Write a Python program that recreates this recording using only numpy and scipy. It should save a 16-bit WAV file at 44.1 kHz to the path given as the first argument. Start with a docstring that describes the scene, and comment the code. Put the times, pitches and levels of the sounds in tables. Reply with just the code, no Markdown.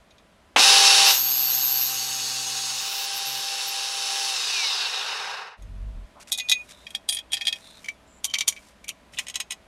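"""A small workshop, heard close and almost mono: a geared milling spindle jolts into motion, bores a steel plate
with a high squeal and coasts to a stop. One motor speed steers its mesh tones, gear noise, squeal and howls.
A short low rumble follows, made of a wavering tone and low noise. Then a ring spanner is fitted to the clamp
nuts: clinks made of ringing modes and dense noise, a singing shank and faint sliding friction.
Workshop air and a faint hum lie beneath."""
import sys
import numpy as np
from scipy import signal
from scipy.fft import rfft, irfft
from scipy.io import wavfile

SR = 44100
rng = np.random.default_rng(int(sys.argv[2]) if len(sys.argv) > 2 else 0)


def waveform_to_disk(signal):
    """Save audio, clipped to [-1, 1], as 16-bit WAV at the path in sys.argv[1]."""
    frames = np.transpose(np.atleast_2d(signal))
    scaled = np.clip(frames, -1, 1) * 32767
    samples = np.round(scaled).astype(np.int16)
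    wavfile.write(sys.argv[1], SR, samples)


N = 426447
T = np.arange(N) / SR
HZ = np.fft.rfftfreq(N, 1 / SR)


def amp(db):
    """Decibels to gain."""
    return 10 ** (np.asarray(db) / 20)


def unit(x):
    """Scales to rms 1."""
    return x / np.sqrt(np.mean(x ** 2) + 1e-20)


def read(points, hz):
    """Reads a spectrum table on a log-frequency axis."""
    f, value = np.transpose(points)
    return np.interp(np.log(hz + 1), np.log(f + 1), value)


def during(start, end, fade=0.0096):
    """1 between two times, with ramps inside."""
    return np.clip((T - start) / fade, 0, 1) * np.clip((end - T) / fade, 0, 1)


def ramp(start, length):
    """Rises from 0 to 1."""
    return np.clip((T - start) / max(length, 1e-4), 0, 1)


def envelope(start, attack, hold, release):
    """Attack, hold and release in seconds, from 0 to 1 and back."""
    return ramp(start, attack) - ramp(start + attack + hold, release)


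def coloured(x, db):
    """Filters by a gain at each frequency; rms 1."""
    return unit(irfft(rfft(x) * amp(db), N))


def band(x, lo_hz, hi_hz):
    """Band-pass without delay."""
    edges = [lo_hz, min(hi_hz, SR / 2 - 1)]
    return signal.sosfiltfilt(signal.butter(4, edges, "band", fs=SR, output="sos"), x)


def drift(rate_hz):
    """Slow random motion of rms 1."""
    return unit(irfft(rfft(rng.standard_normal(N)) * np.exp(-(HZ / rate_hz) ** 2), N))


def wander(knots):
    """Two random curves, straight between knots: one for level, one for phase."""
    return [np.interp(T, knots, v) for v in rng.standard_normal((2, len(knots)))]


def add(mix, s, sound):
    """Mixes a sound in at a time."""
    part = mix[max(round(s * SR), 0):][:len(sound)]
    part += sound[:len(part)]


# motor switched on, switched off, spindle silent
ON_S, OFF_S, REST_S = .561, 4.3, 5.585
# speed running free and in the cut, in turns per second
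FREE_HZ, LOADED_HZ = 132.65, 129.4
# mesh tones running free, high and low: [pitch_hz, level_db (relative)]
FREE_TONES = [(398.4, -57.5), (495.3, -58.5), (791.3, -40.5), (1680, -54), (3068, -45.5), (3171, -49.5),
              (3268, -55), (3418, -49), (3736, -62.5), (3935, -45), (4221, -58.5), (4484, -40.5),
              (4619, -47.5), (5259, -40.5), (5572, -44), (5701, -43.5), (5766, -54.5), (5835, -71),
              (5970, -49.5), (6368, -46), (6788, -59), (7472, -63.5), (7607, -50.5), (7736, -61),
              (9157, -51.5), (10325, -46.5)]
LOW_TONES = [(199, -70.5), (595, -58.5), (694, -62), (892, -70.5), (991, -61)]
# mesh tones under load: [pitch_hz, level_db (relative)]
LOAD_TONES = [(388, -63), (485, -64.5), (781, -50), (2993, -52.5), (3397, -51), (3844, -60), (4113, -48),
              (4371, -47.5), (4511, -41.5), (4996, -47), (5125, -63.5), (5696, -47.5), (6379, -59),
              (6514, -39.5), (6634, -46.5), (7435, -55), (7564, -83)]


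def spindle(tone_opening_db=16, free_db=-2.5, loaded_db=2):
    """One motor speed drives the gear tones, the gear noise and the cut."""
    load = envelope(start=1.1, attack=.1, hold=1.48, release=.24)
    # the opening is much louder, sinking slightly, then the level drops
    opening_level = envelope(start=0.5375, attack=0.057, hold=0.513, release=0.098) * (1 - 0.29 * (T - ON_S))
    speed = motor_speed(load)
    turns = np.cumsum(speed * (1 + 0.00032 * drift(12))) / SR
    # the mesh tones sound only while the motor drives the teeth
    strength = amp(tone_opening_db * opening_level) * during(0.613, 4.36, 0.055)
    free = amp(free_db) * (1 - load) * gear_tones(FREE_TONES + LOW_TONES, turns, FREE_HZ, flutter=0.17)
    loaded = amp(loaded_db) * load * gear_tones(LOAD_TONES, turns, LOADED_HZ, flutter=0.62)
    # late in the free run the gears grow 2.5 dB louder
    late_lift = amp(2.5 * ramp(3.92, .2))
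    gears = (gear_noise(turns, speed, opening_level, load) + strength * (free + loaded)) * late_lift
    settle_s = 0.27
    turning = ramp(ON_S, .01) - ramp(REST_S - settle_s, settle_s)
    return (gears + howls(turns) + whines(turns)) * turning + cutter(turns, load) + jolt()


def motor_speed(load, run_up_s=.018, drag_s=2.5, friction_hz_per_s=69.2):
    """Turns per second: a quick run-up, a sag in the cut, then oil drag and dry friction; never under 1."""
    run_up = 1 - np.exp(-np.maximum(T - ON_S, 0) / run_up_s)
    driven = run_up * (FREE_HZ + (LOADED_HZ - FREE_HZ) * load)
    friction = friction_hz_per_s * drag_s
    return np.maximum((driven + friction) * np.exp(-np.maximum(T - OFF_S, 0) / drag_s) - friction, 1)


def gear_tones(tones, turns, running_hz, flutter=.35):
    """Mesh tones follow the motor; the high ones flutter most as the teeth seat unevenly."""
    knots = np.arange(0, T[-1] + .1, 1 / 40)
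    out = np.zeros(N)
    for hz, db in tones:
        swell, slip = wander(knots)
        depth = flutter * np.clip(hz / 2500, .5, 1)
        phase = 2 * np.pi * (hz / running_hz * turns + rng.random())
        out += amp(db) * (1 + depth * swell) * np.cos(phase + depth * slip)
    return np.sqrt(2) * out


# gear noise as rattle, mesh and fizz: [from_hz, to_hz, level_db (relative, running free), opening_db, cutting_db,
# slack_db (the last three are added at full opening level, load or slack), speed_power (exponent)]
GEAR_BANDS = [(60, 2360, -42.5, 17.5, -1.5, 0.5, -0.4), (1960, 6180, -33, 17.5, -1.5, 5, 1.04),
              (6210, 19000, -38.5, 16, 4, 1.5, 1.4)]


def gear_noise(turns, speed, opening_level, load, grain_db=0.5, flicker_db=0.57, throb=0.14, ripple_db=3.0):
    """A dense hail of tooth impacts, throbbing once a turn, rings the casing; slower gears hiss less."""
    roughness = amp(grain_db * drift(700) + flicker_db * drift(40))
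    impacts = rng.standard_normal(N) * roughness * (1 + throb * np.cos(2 * np.pi * turns))
    # countless small modes ripple the response
    knots = np.arange(0, SR / 2, 25)
    ripple = ripple_db * np.interp(HZ, knots, rng.standard_normal(len(knots)))
    ring = coloured(impacts, casing_db(HZ) + ripple)
    # unpowered, the teeth go slack
    slack = ramp(OFF_S, .33)
    out = np.zeros(N)
    for lo_hz, hi_hz, db, opening_db, cut_db, slack_db, power in GEAR_BANDS:
        level_db = db + opening_db * opening_level + cut_db * load + slack_db * slack
        out += amp(level_db) * (speed / FREE_HZ) ** power * unit(band(ring, lo_hz, hi_hz))
    return out


# the casing's broad colour: [pitch_hz, level_db (relative, per Hz)]
CASING = [(59, -61.5), (100, -29), (358, -34), (389, -15.5), (705, -14), (784, -3), (1030, -9),
          (1720, -8.5), (2220, -13), (3860, -2.5), (4110, -2), (5420, -4), (8640, -16), (10500, -20),
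          (16000, -36)]
# the casing's resonances: [pitch_hz, width_hz, boost_db]
CASING_MODES = [(773, 21, 4), (930, 53, 4.5), (1097, 65, 3.3), (1370, 26, 1), (1560, 80, 3.8),
                (2467, 70, 8.1), (2705, 130, 8.5), (2948, 150, 5.7), (3700, 260, 6.2), (3840, 90, 5.3),
                (4310, 200, 4.1), (5144, 265, 3.5), (5750, 190, 1.9), (6330, 460, 3), (7600, 80, 1.9),
                (10400, 270, 4.1)]


def casing_db(hz):
    """The casing's response: a broad colour with resonances on it."""
    return read(CASING, hz) + sum(db / (1 + (2 * (hz - f) / width) ** 2) for f, width, db in CASING_MODES)


# partials of the tool's squeal: [multiple (of the motor speed), level_db (relative)]
SQUEAL = [(92, -21), (93, -14), (94, -5), (95, -3), (96, -3), (97, 0), (98, -14), (99, -20)]
# when the tool squeals: [start_s, attack_s, hold_s, dying_s, level_db (before flicker and rasp)]
SQUEALS = [(1.038, 0.079, 0.71, .1, -24), (3.15, 0.025, .005, 0.011, -36.5), (3.25, 0.022, .01, 0.077, -38),
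           (3.67, 0.02, .005, 0.0089, -37)]
# the tip brushes the rim on its way out: [start_s, attack_s, hold_s, hiss_db, hum_db]
BRUSHES = [(2.682, 0.33, .04, -40, -80), (3.123, 0.014, 0.041, -47, -60), (3.255, .015, 0.13, -47.5, -56.5),
           (3.653, .015, 0.029, -46, -62)]


def cutter(turns, load, sweep=0.4, rasp_db=-9, dying=1.54, cut_hum_db=-54.5):
    """The boring bar squeals in one short chirp a turn; the load hums and the tip brushes the rim."""
    angle = 2 * np.pi * turns
    # phases growing with the square of the order spread each pulse into a chirp
    partials = [amp(db) * np.cos(round(k) * angle + sweep * (i - len(SQUEAL) / 2) ** 2)
                for i, (k, db) in enumerate(SQUEAL)]
    rasp = unit(band(rng.standard_normal(N), 12000, 12750) * (1 + np.cos(angle)))
    squeal = unit(sum(partials)) * amp(drift(40.6)) + amp(rasp_db) * rasp
    hum = unit(np.cos(angle) + amp(-4.5) * np.sin(2 * angle)) * amp(0.89 * drift(25))
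    hiss = unit(band(rng.standard_normal(N), 11600, 15800) * (1 + 0.56 * np.cos(angle)))
    out = amp(cut_hum_db) * load * hum
    for start, attack, hold, dying_s, db in SQUEALS:
        after = np.maximum(T - start - attack - hold, 0)
        out += amp(db) * ramp(start, attack) / (1 + after / dying_s) ** dying * squeal
    for start, attack, hold, hiss_db, hum_db in BRUSHES:
        touch = envelope(start, attack, hold, release=.02)
        out += touch * (amp(hiss_db) * hiss + amp(hum_db) * hum)
    return out * during(ON_S, OFF_S)


def jolt(start=.561, t60=0.19):
    """The gears take up their slack with one bang: coloured noise with a sharp onset and a decay."""
    age = np.maximum(T - start, 0)
    colour = [(100, -30.5), (280, -6.5), (600, -4), (850, 2.5), (1500, -4), (2700, 3.5),
              (5000, -10.5), (9000, -21.5), (16000, -42.5)]  # Hz, dB
    bang = coloured(rng.standard_normal(N), read(colour, HZ))
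    return amp(-11.0) * bang * np.minimum(age / 0.00072, 1) * amp(-60 * age / t60)


# howls of the back flanks: [multiple (of the motor speed), level_db (before swelling), loudest_s, spread_s]
HOWLS = [(1, -66, 4.45, .15), (3, -62, 4.35, .12), (4, -59, 4.4, .17), (6, -59, 4.75, .15),
         (24, -35, 4.6, .045), (24, -43, 4.55, .11), (36, -41, 4.52, .1), (43, -37, 4.45, .16),
         (43, -34, 4.69, .035), (47, -40, 4.72, .08), (52, -42, 4.55, .2), (57, -39, 4.65, .15)]


def howls(turns):
    """Unpowered, the gears howl on their back flanks: rough, falling tones swell and fade."""
    knots = np.arange(0, T[-1] + .1, 1 / 90)
    out = np.zeros(N)
    for multiple, db, s, spread in HOWLS:
        swell, slip = wander(knots)
        size = amp(db + 2 * swell) * np.exp(-((T - s) / spread) ** 2 / 2)
        out += size * np.cos(2 * np.pi * multiple * turns + .7 * slip)
    return np.sqrt(2) * out * during(4.3, 5.4, .05)


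def whines(turns, count=64, uneven_db=5, rough=0.58, level_db=-37.5):
    """Slack tooth errors repeat every turn: multiples of the speed glide down through the casing's resonances."""
    sizes = amp(uneven_db * rng.standard_normal(count)) * np.exp(2j * np.pi * rng.random(count))
    one_turn = irfft(np.append(0, sizes), 4096)
    errors = np.interp(turns % 1, np.arange(len(one_turn)) / len(one_turn), one_turn)
    whine = coloured(errors * (1 + rough * drift(40)), casing_db(HZ))
    return amp(level_db) * envelope(start=4.3, attack=0.064, hold=0.48, release=0.66) * whine


# steel touching steel, mostly the spanner: [start_s, level_db (peak, taken as 11 dB above the first 5 ms' rms),
# low_db, treble_db (shares of the power aimed for), rebound_s (delay; only those over 3 ms sound)]
CLINKS = [(.108, -44, -10, -28, 0), (.1825, -42.5, -8, -30, 0), (5.623, -43, -11, -4, 0.0026),
          (6.32, -8.5, -33, -5.5, .0065), (6.3394, -19, -24, -16, 0.0091), (6.3764, -21, -23, -3, 0),
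          (6.3849, -15, -16, -9, 0.0024), (6.3984, -14.5, -7.5, -20, 0), (6.4874, -15, -17, -21, 0),
          (6.4969, -5, -27, -11, 0.00072), (6.516, -4.5, -8.5, -15.5, 0.0063), (6.868, -22.5, 1, -23, 0),
          (6.906, -29, -6, -5, 0), (6.95, -11, -11.5, -13, 0), (7.0897, -7, -22, -5.5, .006),
          (7.1247, -14.5, -10.5, -5, 0.0052), (7.148, -16, -13, 0, 0), (7.1696, -18, -10, -12, 0.019),
          (7.32, -20, -11, -7, 0.0064), (7.3326, -7, -10, -9.5, 0.0083), (7.3696, -17, -11, -25, 0.0055),
          (7.4114, -16.5, -1, -29.5, 0.0066), (7.453, -18, -13, -15.5, 0), (7.4701, -6, -11, -16, 0.011),
          (7.527, -10.5, -4.5, -16.5, 0), (7.5585, -30.5, 2, -13, 0.0054), (7.8445, -27.5, -3, -16, 0.015),
          (7.886, -14, 7, -17, 0.0025), (8.244, -9.5, -30, -8, 0.0075), (8.299, -31.5, -13, -17, 0.013),
          (8.3389, -9.5, -11, -27, 0.0047), (8.3543, -14, 10, -19.5, 0.0013), (8.386, -11.5, -27, -15, 0),
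          (8.4082, -8, -11, -25, 0), (8.4769, -13.5, -25, -14, 0), (8.48, -4, -32, -6.5, 0.0058),
          (8.525, -25, -3, -13, 0), (8.5648, -31, 7, -31, .01), (8.843, -30.5, 0, -7.5, 0.0023),
          (8.8823, -22, -9, -2, 0), (8.8912, -15.5, -11, -9, 0), (9.136, -34, -11, -17, 0.0088),
          (9.187, -12, -7.5, -11.5, .006), (9.2686, -25.5, -11, -16, 0), (9.284, -21, -15, -13, .015),
          (9.3424, -25.5, -15, -26, 0.0032), (9.3572, -11.5, -18, -13.5, 0.0013),
          (9.4019, -15, -14, -14, 0.0032), (9.5076, -16, -15.5, -12.5, 0.013)]
# the spanner's modes in each hold: [pitch_hz, width_hz, level_db (relative)]
ON_FRONT_NUT = [(2017, 53, -9), (2490, 29, -1), (2760, 32, -16), (3500, 60, -7.5), (3550, 58, -13),
                (3814, 73, -1.5), (4330, 54, -17), (4840, 84, -14), (5600, 180, -8.5), (6440, 51, -1.5),
                (6890, 120, -7), (7590, 93, -17.5), (8470, 98, -18), (9000, 34, -27), (9150, 67, -21),
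                (10030, 160, -13), (11400, 110, -14), (12380, 130, -25)]
TURNED_OVER = [(800, 13, -16.5), (1823, 69, -15), (2515, 38, -13.5), (3274, 85, 1), (3770, 110, -24),
               (4000, 39, -37), (4780, 41, -50), (4840, 98, -5.5), (5600, 69, -6), (6500, 120, -9),
               (7140, 87, -10), (7730, 130, -15), (8400, 200, -23), (8960, 250, -7.5), (9400, 150, -10),
               (9870, 55, -26), (11100, 33, -24), (11450, 130, -13)]
ON_REAR_NUT = [(1110, 20, -9.5), (2314, 70, 6.5), (3155, 120, -2), (3730, 140, -7.5), (4600, 300, -6),
               (5540, 180, -4.5), (5770, 57, -3.5), (5890, 98, 3.5), (6250, 180, 2.5), (6790, 145, 3.5),
               (6900, 13, -21), (7310, 37, -18), (7620, 93, -4), (8640, 170, -2), (9200, 29, -10),
               (9570, 200, -1), (10600, 40, -14.5), (11060, 110, -2), (11800, 200, -11), (13150, 130, -12)]
OPEN_END = [(770, 21, -13), (1046, 26, -12.5), (1970, 88, -1.5), (2530, 51, -3), (3050, 220, -10),
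            (3950, 85, -14), (5080, 68, -8), (5450, 87, -24), (6300, 66, -9), (6500, 72, 5),
            (7120, 220, 0.5), (7800, 47, -10), (8300, 110, 4), (9100, 44, -21), (9150, 150, 2),
            (11200, 120, -10), (12400, 68, -21), (12600, 60, -19)]
# the spanner rings differently with each new hold: [start_s, modes]
HOLDS = [(0, ON_FRONT_NUT), (6.8, TURNED_OVER), (7.8, ON_REAR_NUT), (9.1, OPEN_END)]
# dense ringing of nut, clamp and plate: [pitch_hz, level_db (relative, per Hz)]
FRONT_CLAMP = [(240, -64), (400, -38.5), (520, -58), (789, -6.5), (906, -41), (1490, -30), (2470, -6),
               (2840, -19.5), (3260, -3), (6050, -15), (9610, -11.5), (14100, -22), (16000, -47)]
REAR_CLAMP = [(240, -62.5), (400, -21), (553, -23), (789, -18), (1630, -17.5), (2250, -3), (2670, -8.5),
              (3160, -9), (4950, -14.5), (5870, -9.5), (8900, -10), (13900, -18), (16000, -34.5)]
LEAD = SR // 60  # samples of grazing before a contact


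def spanner():
    """Clinks, some with a quick rebound, the singing shank and faint sliding."""
    out = np.zeros(N)
    for s, db, low_db, treble_db, rebound_s in CLINKS:
        modes = [m for start, m in HOLDS if start <= s][-1]
        clamp = FRONT_CLAMP if s < HOLDS[2][0] else REAR_CLAMP
        add(out, s - LEAD / SR, clink(db, low_db, treble_db, modes, clamp))
        if rebound_s > .003:
            # a rebound is weaker
            rebound = clink(db - 1.5, low_db, treble_db + 0.5, modes, clamp)
            add(out, s + rebound_s - LEAD / SR, rebound)
    return out + shank() + rubs()


def clink(db, low_db, treble_db, modes, clamp, clamp_t60=0.062, ring=4.8, ring_db=2, tick_db=-2,
          graze_db=-9, bloom_db=7, crest_db=11.0):
    """One contact: a graze, a sharp tick, the clamp's dense short ring and the spanner's own modes."""
    t = np.arange(-LEAD, SR // 3) / SR
    age, hz = np.maximum(t, 0), np.fft.rfftfreq(len(t), 1 / SR)
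    f, width, mode_db = np.transpose(modes)[:, :, None]
    blow = amp(-60 * age / clamp_t60) + amp(tick_db) * np.exp(-age / 0.0005)
    force = np.where(t < 0, amp(graze_db) * np.exp(-abs(t) / 0.0024), blow)
    # the chatter of the contact is coloured by the spanner too
    bloom = bloom_db * np.max(1 / (1 + ((hz - f) / (2.0 * width)) ** 2), axis=0)
    chatter = rfft(rng.standard_normal(len(t)) * force)
    dense = unit(irfft(chatter * amp(read(clamp, hz) + bloom), len(t)))
    # narrow modes ring longest; every contact excites them a little differently
    sizes = amp(mode_db + 2 * rng.standard_normal(f.shape)) * width
    waves = np.exp(-np.log(1000) * age * width / ring) * np.sin(2 * np.pi * f * age)
    tones = unit(np.sum(rng.choice([-1, 1], f.shape) * sizes * waves, axis=0))
    spectrum = rfft(dense + amp(ring_db) * tones)
    # a harder contact is brighter, a flatter one rings lower
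    power = abs(spectrum) ** 2 / np.sum(abs(spectrum) ** 2)
    low_now = 10 * np.log10(power[(hz > 1500) & (hz < 2800)].sum())
    treble_now = 10 * np.log10(power[(hz > 7000) & (hz < 15000)].sum())
    low_gain = np.clip(low_db - low_now, -12, 12)
    treble_gain = np.clip(treble_db - treble_now, -15, 12)
    tilt = read([(250, -19), (700, -3.0), (1000, -2), (2300, low_gain), (3300, 2.5), (5000, -2),
                 (8500, treble_gain)], hz)
    sound = irfft(spectrum * amp(tilt), len(t))
    return amp(db - crest_db) * sound / np.std(sound[LEAD:LEAD + SR // 200])


# blows that set the loosely held shank singing: [start_s, level_db]
SHANK_BLOWS = [(6.32, -45), (6.398, -37), (6.519, -31)]
# its modes: [pitch_hz, level_db (relative to the blow), t60_s]
SHANK_MODES = [(2467, -1, 0.82), (6520, -10, 0.25)]


def shank(gripped_s=6.645, grip_s=0.032):
    """Each blow starts the shank's ring afresh, until the hand closes on it and stops it."""
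    out = np.zeros(N)
    for s, db in SHANK_BLOWS:
        age, struck = np.maximum(T - s, 0), ramp(s, .002)
        ring = sum(amp(db + mode_db - 60 * age / t60) * np.sin(2 * np.pi * hz * age)
                   for hz, mode_db, t60 in SHANK_MODES)
        out = out * (1 - struck) + np.sqrt(2) * ring * struck
    return out * (1 - ramp(gripped_s - grip_s, grip_s))


# steel and hand sliding on steel: [start_s, length_s, pitch_hz (centre), width_hz, level_db (before tapering)]
RUBS = [(6.15, 0.059, 970, 890, -50), (6.195, .045, 7000, 12000, -48.5), (6.269, 0.041, 6960, 12100, -47.5),
        (6.33, 0.68, 7500, 14000, -60.5), (6.664, 0.22, 3750, 600, -60), (6.687, 0.041, 7040, 12000, -48.5),
        (7.095, 0.13, 3300, 300, -37), (7.098, 0.075, 9700, 1100, -33.5), (7.297, 0.11, 3250, 300, -46),
        (7.27, 0.72, 7500, 14000, -57), (7.597, 0.22, 3840, 800, -54.5), (7.6, 0.14, 8950, 800, -68),
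        (8.059, .16, 7400, 1000, -63), (8.263, 0.067, 3090, 300, -43), (8.464, 0.29, 7440, 14200, -59.5),
        (8.871, .051, 2680, 900, -41), (9.105, .11, 137, 80, -64), (9.111, 0.16, 7400, 14000, -53),
        (9.167, .034, 3200, 1400, -38)]
# the colour of that friction: [pitch_hz, level_db (relative, per Hz)]
SCRAPE = [(1000, -3.5), (2500, 1), (3800, -3), (5500, -.5), (9000, -3), (15000, -15)]


def rubs(grain_db=2.5, taper=0.41):
    """Each rub is a swell of grainy friction noise, broad or in one resonance."""
    scrape = coloured(rng.standard_normal(N), read(SCRAPE, HZ)) * amp(grain_db * drift(200))
    out = np.zeros(N)
    for s, length, hz, width, db in RUBS:
        stretch = scrape[round(s * SR):][:round(length * SR)]
        noise = unit(band(stretch, max(hz - width / 2, 30), hz + width / 2))
        add(out, s, amp(db) * noise * signal.windows.tukey(len(noise), taper))
    return out


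# the rumble's noise: [pitch_hz, level_db (relative, per Hz)]
RUMBLE_COLOUR = [(12, -44), (20, -22), (32, -3), (53, -1.5), (81, -18.5), (168, -21.5), (226, -19.5),
                 (377, -41.5), (500, -33), (650, -64), (1100, -120)]


def rumble(hz=47, lumps_db=-4.5, uneven_db=-1.0, crest_db=-35.5, arch_db=6.5):
    """A low, uneven shudder that swells and ebbs: a wavering tone with lumps of low noise."""
    angle = 2 * np.pi * np.cumsum(hz * (1 + 0.072 * drift(12.1))) / SR
    shudder = unit(np.sin(angle) + amp(-12) * np.cos(2 * angle))
    lumps = coloured(rng.standard_normal(N), read(RUMBLE_COLOUR, HZ))
    start, attack, hold, release = 5.585, .015, 0.443, 0.025  # s
    arch = np.sin(np.pi * ramp(start, attack + hold + release))
    level = amp(crest_db + arch_db * (arch - 1) + uneven_db * drift(21))
    return level * envelope(start, attack, hold, release) * (shudder + amp(lumps_db) * lumps)


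# the colour of the workshop air: [pitch_hz, level_db (relative, per Hz)]
AIR = [(15, -30), (25, -1.5), (59, 1), (145, -5), (200, 1.5), (354, -6.5), (591, -6), (863, -7.5),
       (3250, -15.5), (5430, -22.5), (9570, -27), (11300, -28.5), (16000, -47.5)]
# its hum: [pitch_hz, level_db (relative)]
AIR_TONES = [(59.5, -69.5), (592, -71.5), (655, -71.5), (999, -75.5)]


def air(rest_db=-56.5, early_db=-2, sinks_s=2.2, sink_db_per_s=7):
    """Workshop noise with a faint hum; it sinks late in the machine's run and is back once it rests."""
    wash = amp(rest_db) * coloured(rng.standard_normal(N), read(AIR, HZ))
    hum = sum(amp(db + 1.5 + 2 * drift(2.1)) * unit(np.sin(2 * np.pi * hz * T)) for hz, db in AIR_TONES)
    sunk_db = early_db - sink_db_per_s * np.maximum(T - sinks_s, 0)
    return (wash + hum) * amp(sunk_db * (1 - ramp(REST_S - .03, 0.026)))


def workshop(x, t60=.25):
    """A short, sparse, diffuse tail: random taps that die away."""
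    t = np.arange(SR // 2) / SR
    sparse = (rng.random(len(t)) < .06) * (t > .004)
    taps = rng.standard_normal(len(t)) * sparse * amp(-60 * t / t60)
    return signal.fftconvolve(band(x, 200, 9000), taps / np.linalg.norm(taps))[:N]


def scene():
    """Almost mono, with a very faint diffuse width."""
    tools = spanner()
    mid = spindle() + rumble() + tools + amp(-29) * workshop(tools, t60=.25) + air()
    side = amp(-40) * workshop(mid, t60=.1)
    return np.array([mid + side, mid - side])


def record(dry, edge_hz=16000):
    """Clips at full scale, then cuts everything above the band edge."""
    low_pass = signal.firwin(255, edge_hz, window=("kaiser", 9), fs=SR)
    return signal.oaconvolve(np.clip(dry, -1, 1), low_pass[None], "same")


dry = scene()
out = record(dry)
waveform_to_disk(out)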